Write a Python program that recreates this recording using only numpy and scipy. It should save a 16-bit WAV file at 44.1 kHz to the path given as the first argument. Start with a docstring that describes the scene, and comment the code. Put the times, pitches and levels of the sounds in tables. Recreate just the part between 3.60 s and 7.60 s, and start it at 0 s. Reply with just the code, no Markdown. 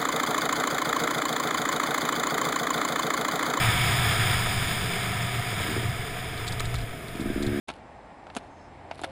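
"""On a frozen lake, microphone on board a light vehicle, close to the running gear.
The ice scrapes through the ringing gear, fading as the vehicle slows into a turn.
Bumps make the frame boom and rumble; ice chips tick against it and the gear takes two hard knocks.
In the turn it skids and chatters sideways, in stick-slip bursts that merge into a low buzz."""
import sys
import numpy as np
from scipy.fft import rfft, irfft, next_fast_len
from scipy.io import wavfile
from scipy.ndimage import uniform_filter1d, map_coordinates

SR = 44100
rng = np.random.default_rng(int(sys.argv[2]) if len(sys.argv) > 2 else 0)


def to_wav(s):
    """Save 16-bit WAV."""
    ch = np.atleast_2d(s).T  # columns
    pcm = np.round(np.clip(ch, -1, 1) * 32767)  # PCM
    wavfile.write(sys.argv[1], SR, pcm.astype(np.int16))


N = 176400  # 4 s


def amp(db):
    """Decibels to gain."""
    return 10 ** (np.asarray(db) / 20)


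def unit(x):
    """x scaled to rms 1."""
    return x / np.sqrt(np.mean(x ** 2) + 1e-20)


def since(start):
    """Seconds since start at each sample, zero before it."""
    return np.maximum(np.arange(N) / SR - start, 0)


def curves(rows):
    """One value per sample for each column after the time."""
    times, *columns = np.transpose(rows)
    return [np.interp(np.arange(N) / SR, times, column) for column in columns]


def wobble(rate):
    """A smooth random curve, rate knots a second."""
    knots = rng.standard_normal(int(N * rate / SR) + 4)
    return map_coordinates(knots, [np.arange(N) * rate / SR])


def filtered(x, response):
    """x through a gain given as a function of frequency."""
    size = next_fast_len(N + SR // 2)
    return irfft(rfft(x, size) * response(np.fft.rfftfreq(size, 1 / SR)), size)[:N]


def coloured(x, points):
    """x shaped by (f/Hz, level/dB) points on a log frequency axis, at rms 1."""
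    f, db = np.transpose(points)
    return unit(filtered(x, lambda hz: amp(np.interp(np.log(hz + 1), np.log(f), db))))


def noise(points):
    """Coloured noise of rms 1."""
    return coloured(rng.standard_normal(N), points)


def evened(x, size):
    """x with chance swells longer than size samples levelled out, at rms 1."""
    power = np.abs(uniform_filter1d(x ** 2, size))
    return unit(x / np.sqrt(power + 1e-6))


def crunches(rows, colour, attack_s, rough_db):
    """Short gritty bursts that rise quickly and die away over their length."""
    envelope = np.zeros(N)
    for start, db, length in rows:
        age = since(start)
        envelope += amp(db) * (1 - np.exp(-age / attack_s)) * np.exp(-(age / length) ** 2)
    grit = rng.standard_normal(N) * amp(rough_db * wobble(900))
    return envelope * evened(coloured(grit, colour), size=300)


def roll(level_db=-42.5, sway_db=0.15):
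    """A steady bed of rolling noise and air."""
    # spectrum of the bed: f/Hz, level/dB
    colour = [(30, -22), (130, 4), (200, -1), (300, -0.5), (400, -7.5), (540, -7), (680, -6), (850, -16),
              (1600, -21), (2300, -13.5), (3200, -19), (4500, -30), (6000, -32), (7000, -37),
              (10000, -21.5), (12000, -28), (15000, -28)]
    return amp(level_db + sway_db * wobble(8.2)) * noise(colour)


def drone():
    """Two hollow resonances of the body, shaken by the uneven ice."""
    # strength of the resonances: t/s, lower level/dB, upper level/dB
    levels = [(0, -40, -56), (0.7, -41.5, -46), (1.05, -41.5, -48), (1.38, -38, -41), (1.6, -43.5, -47),
              (2.2, -41, -51), (2.5, -51, -46), (3.3, -54, -50), (4, -58, -56)]
    # lower resonance: f/Hz, level/dB
    lower = [(130, -38), (165, 5), (192, 3.5), (225, -10), (270, -10), (400, -50), (1500, -90)]
    # upper resonance: f/Hz, level/dB
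    upper = [(250, -36), (350, -12.5), (405, 1.5), (460, -2.5), (600, -40), (2000, -90)]
    lower_db, upper_db = curves(levels)
    return amp(lower_db) * noise(lower) + amp(upper_db) * noise(upper)


def sing(width_hz=50):
    """The sliding gear sings in a narrow band that sinks with the speed."""
    # centre of the band: t/s, f/Hz, level/dB
    track = [(0, 729.6, -40), (1, 715.7, -43), (1.3, 690, -44), (1.39, 725, -42), (1.48, 707, -44),
             (1.82, 715, -42), (2, 703.8, -45), (3, 698.4, -47), (3.5, 679, -48.5), (4, 649, -52.5)]
    hz, level_db = curves(track)
    band = wobble(2 * width_hz) + 1j * wobble(2 * width_hz)
    carrier = np.exp(2j * np.pi * np.cumsum(hz) / SR)
    return amp(level_db) * unit(np.real(band * carrier))


def skid():
    """A dull rasp while the vehicle slides sideways."""
    # swell in the turn: t/s, level/dB
    levels = [(3.5, -70), (3.66, -46.5), (3.8, -46.5), (4, -43)]
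    # spectrum of the rasp: f/Hz, level/dB
    colour = [(600, -42), (1200, -7), (1650, 7), (1950, -5), (2250, -2), (2800, -17), (3500, -14),
              (5000, -30), (9000, -50)]
    level_db, = curves(levels)
    return amp(level_db) * noise(colour)


def chips():
    """Ice chips tick against the vehicle."""
    # hits: t/s, level/dB, length/s
    hits = [(2.776, -39.5, 0.0089), (2.8685, -30, 0.0044), (2.876, -28.5, .012), (2.920, -34.5, .011),
            (2.996, -27, .005), (3.053, -37, 0.01), (3.152, -36.5, 0.013), (3.182, -41, .01),
            (3.212, -42, 0.0086), (3.481, -42.5, 0.0077), (3.556, -45, .008), (3.604, -41.5, 0.013),
            (3.824, -37, 0.014), (3.864, -36.5, 0.0093)]
    # spectrum of a tick: f/Hz, level/dB
    colour = [(500, -40), (2500, -24), (3500, 3), (4200, 1), (5200, -6), (6000, -15), (7000, -7),
              (8300, -4.5), (9500, -19), (15000, -32)]
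    return crunches(hits, colour, attack_s=0.0012, rough_db=4.5)


def knocks():
    """Hard knocks on the gear: a crack, then a brief ring."""
    # hits: t/s, level/dB, crack length/s
    hits = [(3.0042, -24, .0035), (3.1415, -29.5, .006)]
    # spectrum of the crack: f/Hz, level/dB
    colour = [(100, -14), (700, -4), (1400, 0), (2300, 0), (3500, -6), (5000, -10), (6000, -16),
              (7000, -12), (10000, -14), (12000, -27), (14500, -17)]
    # modes of the gear: f/Hz, level/dB relative to the hit, t60/s
    modes = [(740, -8, .035), (980, -8, .03), (1290, -2, .035), (1720, -6, .03), (2240, -3, .03)]
    out = crunches(hits, colour, attack_s=0.00029, rough_db=2)
    for start, hit_db, _ in hits:
        age = since(start)
        for hz, mode_db, t60 in modes:
            out += amp(hit_db + mode_db - 60 * age / t60) * np.sin(2 * np.pi * hz * age)
    return out


def thuds(ring_hz=117, t60_s=0.22):
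    """Single bumps set the frame ringing, low and dull."""
    # bumps: t/s, level/dB
    bumps = [(2.395, -24), (3.143, -26), (3.872, -25)]
    out = np.zeros(N)
    for start, db in bumps:
        age = since(start)
        out += amp(db - 60 * age / t60_s) * np.sin(2 * np.pi * ring_hz * age)
    return out


def frame(rumble_lift_db=2.0):
    """A run of bumps keeps the frame's low resonance booming over a deep rumble."""
    # surges of the boom: t/s, level/dB
    boom_levels = [(0.0, -29.5), (0.1, -23), (0.13, -36), (0.18, -27.5), (0.52, -27.5), (0.56, -35),
                   (0.58, -25.5), (0.95, -33), (0.96, -27.5), (1.16, -38.5), (1.27, -30.5), (1.34, -50),
                   (1.37, -36.5), (1.67, -30), (1.7, -38), (1.79, -26.5), (1.85, -44), (1.87, -36),
                   (2.0, -30), (2.04, -39.5), (2.29, -27), (2.33, -36), (2.41, -41), (2.44, -42),
                   (2.94, -35), (3.01, -44), (3.06, -31), (3.46, -50.5), (3.62, -40), (3.82, -49),
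                   (3.89, -29), (4.0, -50)]
    # resonance of the frame: f/Hz, level/dB
    boom_colour = [(40, -38), (75, -8), (100, -3.5), (117, 6.5), (135, -4), (160, -19.5), (200, -19.5),
                   (280, -47), (600, -52.5)]
    # swells of the rumble: t/s, level/dB before the lift
    rumble_levels = [(0, -40), (0.035, -39), (0.08, -39), (0.3, -39), (0.6, -40), (1, -37.5), (1.45, -44),
                     (1.8, -46), (2.1, -43), (2.8, -43.5), (3, -37), (3.22, -34), (3.35, -46), (3.6, -46),
                     (3.67, -37), (3.75, -38), (3.88, -38), (4, -50)]
    # spectrum of the rumble: f/Hz, level/dB
    rumble_colour = [(8, -1), (22, 2), (32, -5.5), (48, -7.5), (68, -1), (90, -8), (150, -13), (400, -57)]
    boom_db, = curves(boom_levels)
    rumble_db, = curves(rumble_levels)
    boom = amp(boom_db) * evened(noise(boom_colour), size=2200)
    rumble = amp(rumble_db + rumble_lift_db) * evened(noise(rumble_colour), size=4400)
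    return boom + rumble


def chatter(centre_hz=306, sweep_s_per_hz=1.6e-5, fade_db_per_s=600, scatter_db=0.5):
    """Stick and slip: each slip is a bending wave, highs arriving first; a burst holds, then dies."""
    # bursts: t/s, hold/s, peak level/dB, slip rate/Hz, pitch ratio
    bursts = [(1.93, .001, -28.5, 79, 1.54), (2.006, .001, -26, 76, 1.33), (2.055, 0.033, -29.5, 76, 1.27),
              (2.091, 0.031, -25.5, 77, 1.06), (2.1675, 0.0095, -21.5, 76, 1.15),
              (2.232, 0.009, -27.5, 72, 1.25), (3.555, .001, -29.5, 68, 0.96),
              (3.5994, .017, -22.5, 65, 0.94), (3.628, 0.019, -27, 69.8, 0.89),
              (3.661, 0.0057, -19.5, 69, 1), (3.7043, 0.0057, -19.5, 72, 1), (3.7638, 0.011, -19.5, 68, 1),
              (3.8072, .22, -21.5, 71, 1)]
    # spectrum of a slip at pitch ratio 1: f/Hz, level/dB
    colour = [(100, -30), (150, -19), (205, 1), (285, 1), (355, 1), (425, -10), (500, -14), (570, -20),
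              (650, -16), (850, -31), (1500, -60)]
    colour_hz, colour_db = np.transpose(colour)
    out, size = np.zeros(N + SR), 4096
    for start, hold, db, rate, ratio in bursts:
        hz = np.fft.rfftfreq(size, 1 / SR) / ratio  # transposes both colour and sweep
        gain = amp(np.interp(hz, colour_hz, colour_db, right=-120))
        dispersion = np.exp(1j * np.pi * sweep_s_per_hz * (hz - centre_hz) ** 2)
        slip = np.fft.fftshift(irfft(gain * dispersion))
        slip /= np.abs(slip).max()
        for age in np.arange(int(hold * rate) + 4) / rate:
            level_db = db - fade_db_per_s * max(age - hold, 0) + scatter_db * rng.standard_normal()
            first = round((start + age) * SR) - size // 2
            out[first:first + size] -= amp(level_db) * slip
    return out[:N]


def scrape(grains_per_s=900, grain_db=-8, flutter_db=0.49, judder_db=0.5, drive_db=1.0, split_hz=2800):
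    """Fine friction and coarser ice grains excite the running gear; slower is quieter and duller."""
    # fade with the speed, before the drive: t/s, middle level/dB, treble level/dB
    levels = [(0, -25, -25.5), (0.25, -26.5, -26), (0.5, -26, -26), (0.75, -27, -27), (1, -30.5, -28.5),
              (1.4, -32, -31.5), (1.8, -33.5, -33.5), (2.05, -32, -31.5), (2.35, -36.5, -37),
              (2.9, -38, -39.5), (3.15, -40.5, -42), (3.4, -43, -46), (3.7, -42.5, -43.5), (4, -41, -42.5)]
    # broad resonances of the gear: f/Hz, level/dB
    gear = [(200, -12), (400, -5), (560, -11), (720, -1), (860, -8.5), (980, -2), (1100, -7), (1270, 2),
            (1450, -4.5), (1700, 0), (2000, -3), (2250, 1.5), (2600, -7.5), (2850, -9), (3150, -5),
            (3520, -2.5), (4080, -15.5), (4420, -21.5), (4900, -8), (5170, -8.5), (5600, -25),
            (6030, -32.5), (6500, -22), (6830, -11.5), (7100, -11.5), (7600, -26), (8000, -20),
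            (8500, -9.5), (9300, -20), (9750, -12.5), (10700, -20.5), (11500, -31.5), (12400, -40),
            (13400, -20), (14250, -14), (14700, -32), (15100, -16)]
    middle_db, treble_db = curves(levels)
    grains = unit((rng.random(N) < grains_per_s / SR) * rng.standard_normal(N))
    friction = rng.standard_normal(N) + amp(grain_db) * grains
    flicker = amp(flutter_db * wobble(24.59) + judder_db * wobble(140))
    rasp = coloured(friction * flicker, gear)
    middle = filtered(rasp, lambda hz: 1 / (1 + (hz / split_hz) ** 10))
    treble = rasp - middle
    return amp(drive_db) * (amp(middle_db) * middle + amp(treble_db) * treble)


def scene():
    """All that reaches the on-board microphone, in mono."""
    ice = chips() + scrape() + skid() + sing()
    ride = drone() + frame() + thuds() + roll()
    return (ice + ride + knocks() + chatter())[None]


def record(dry):
    """The microphone passes nothing above its band limit."""
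    top_hz = 15350
    return np.array([filtered(channel, lambda hz: hz < top_hz) for channel in dry])


dry = scene()
out = record(dry)
to_wav(out)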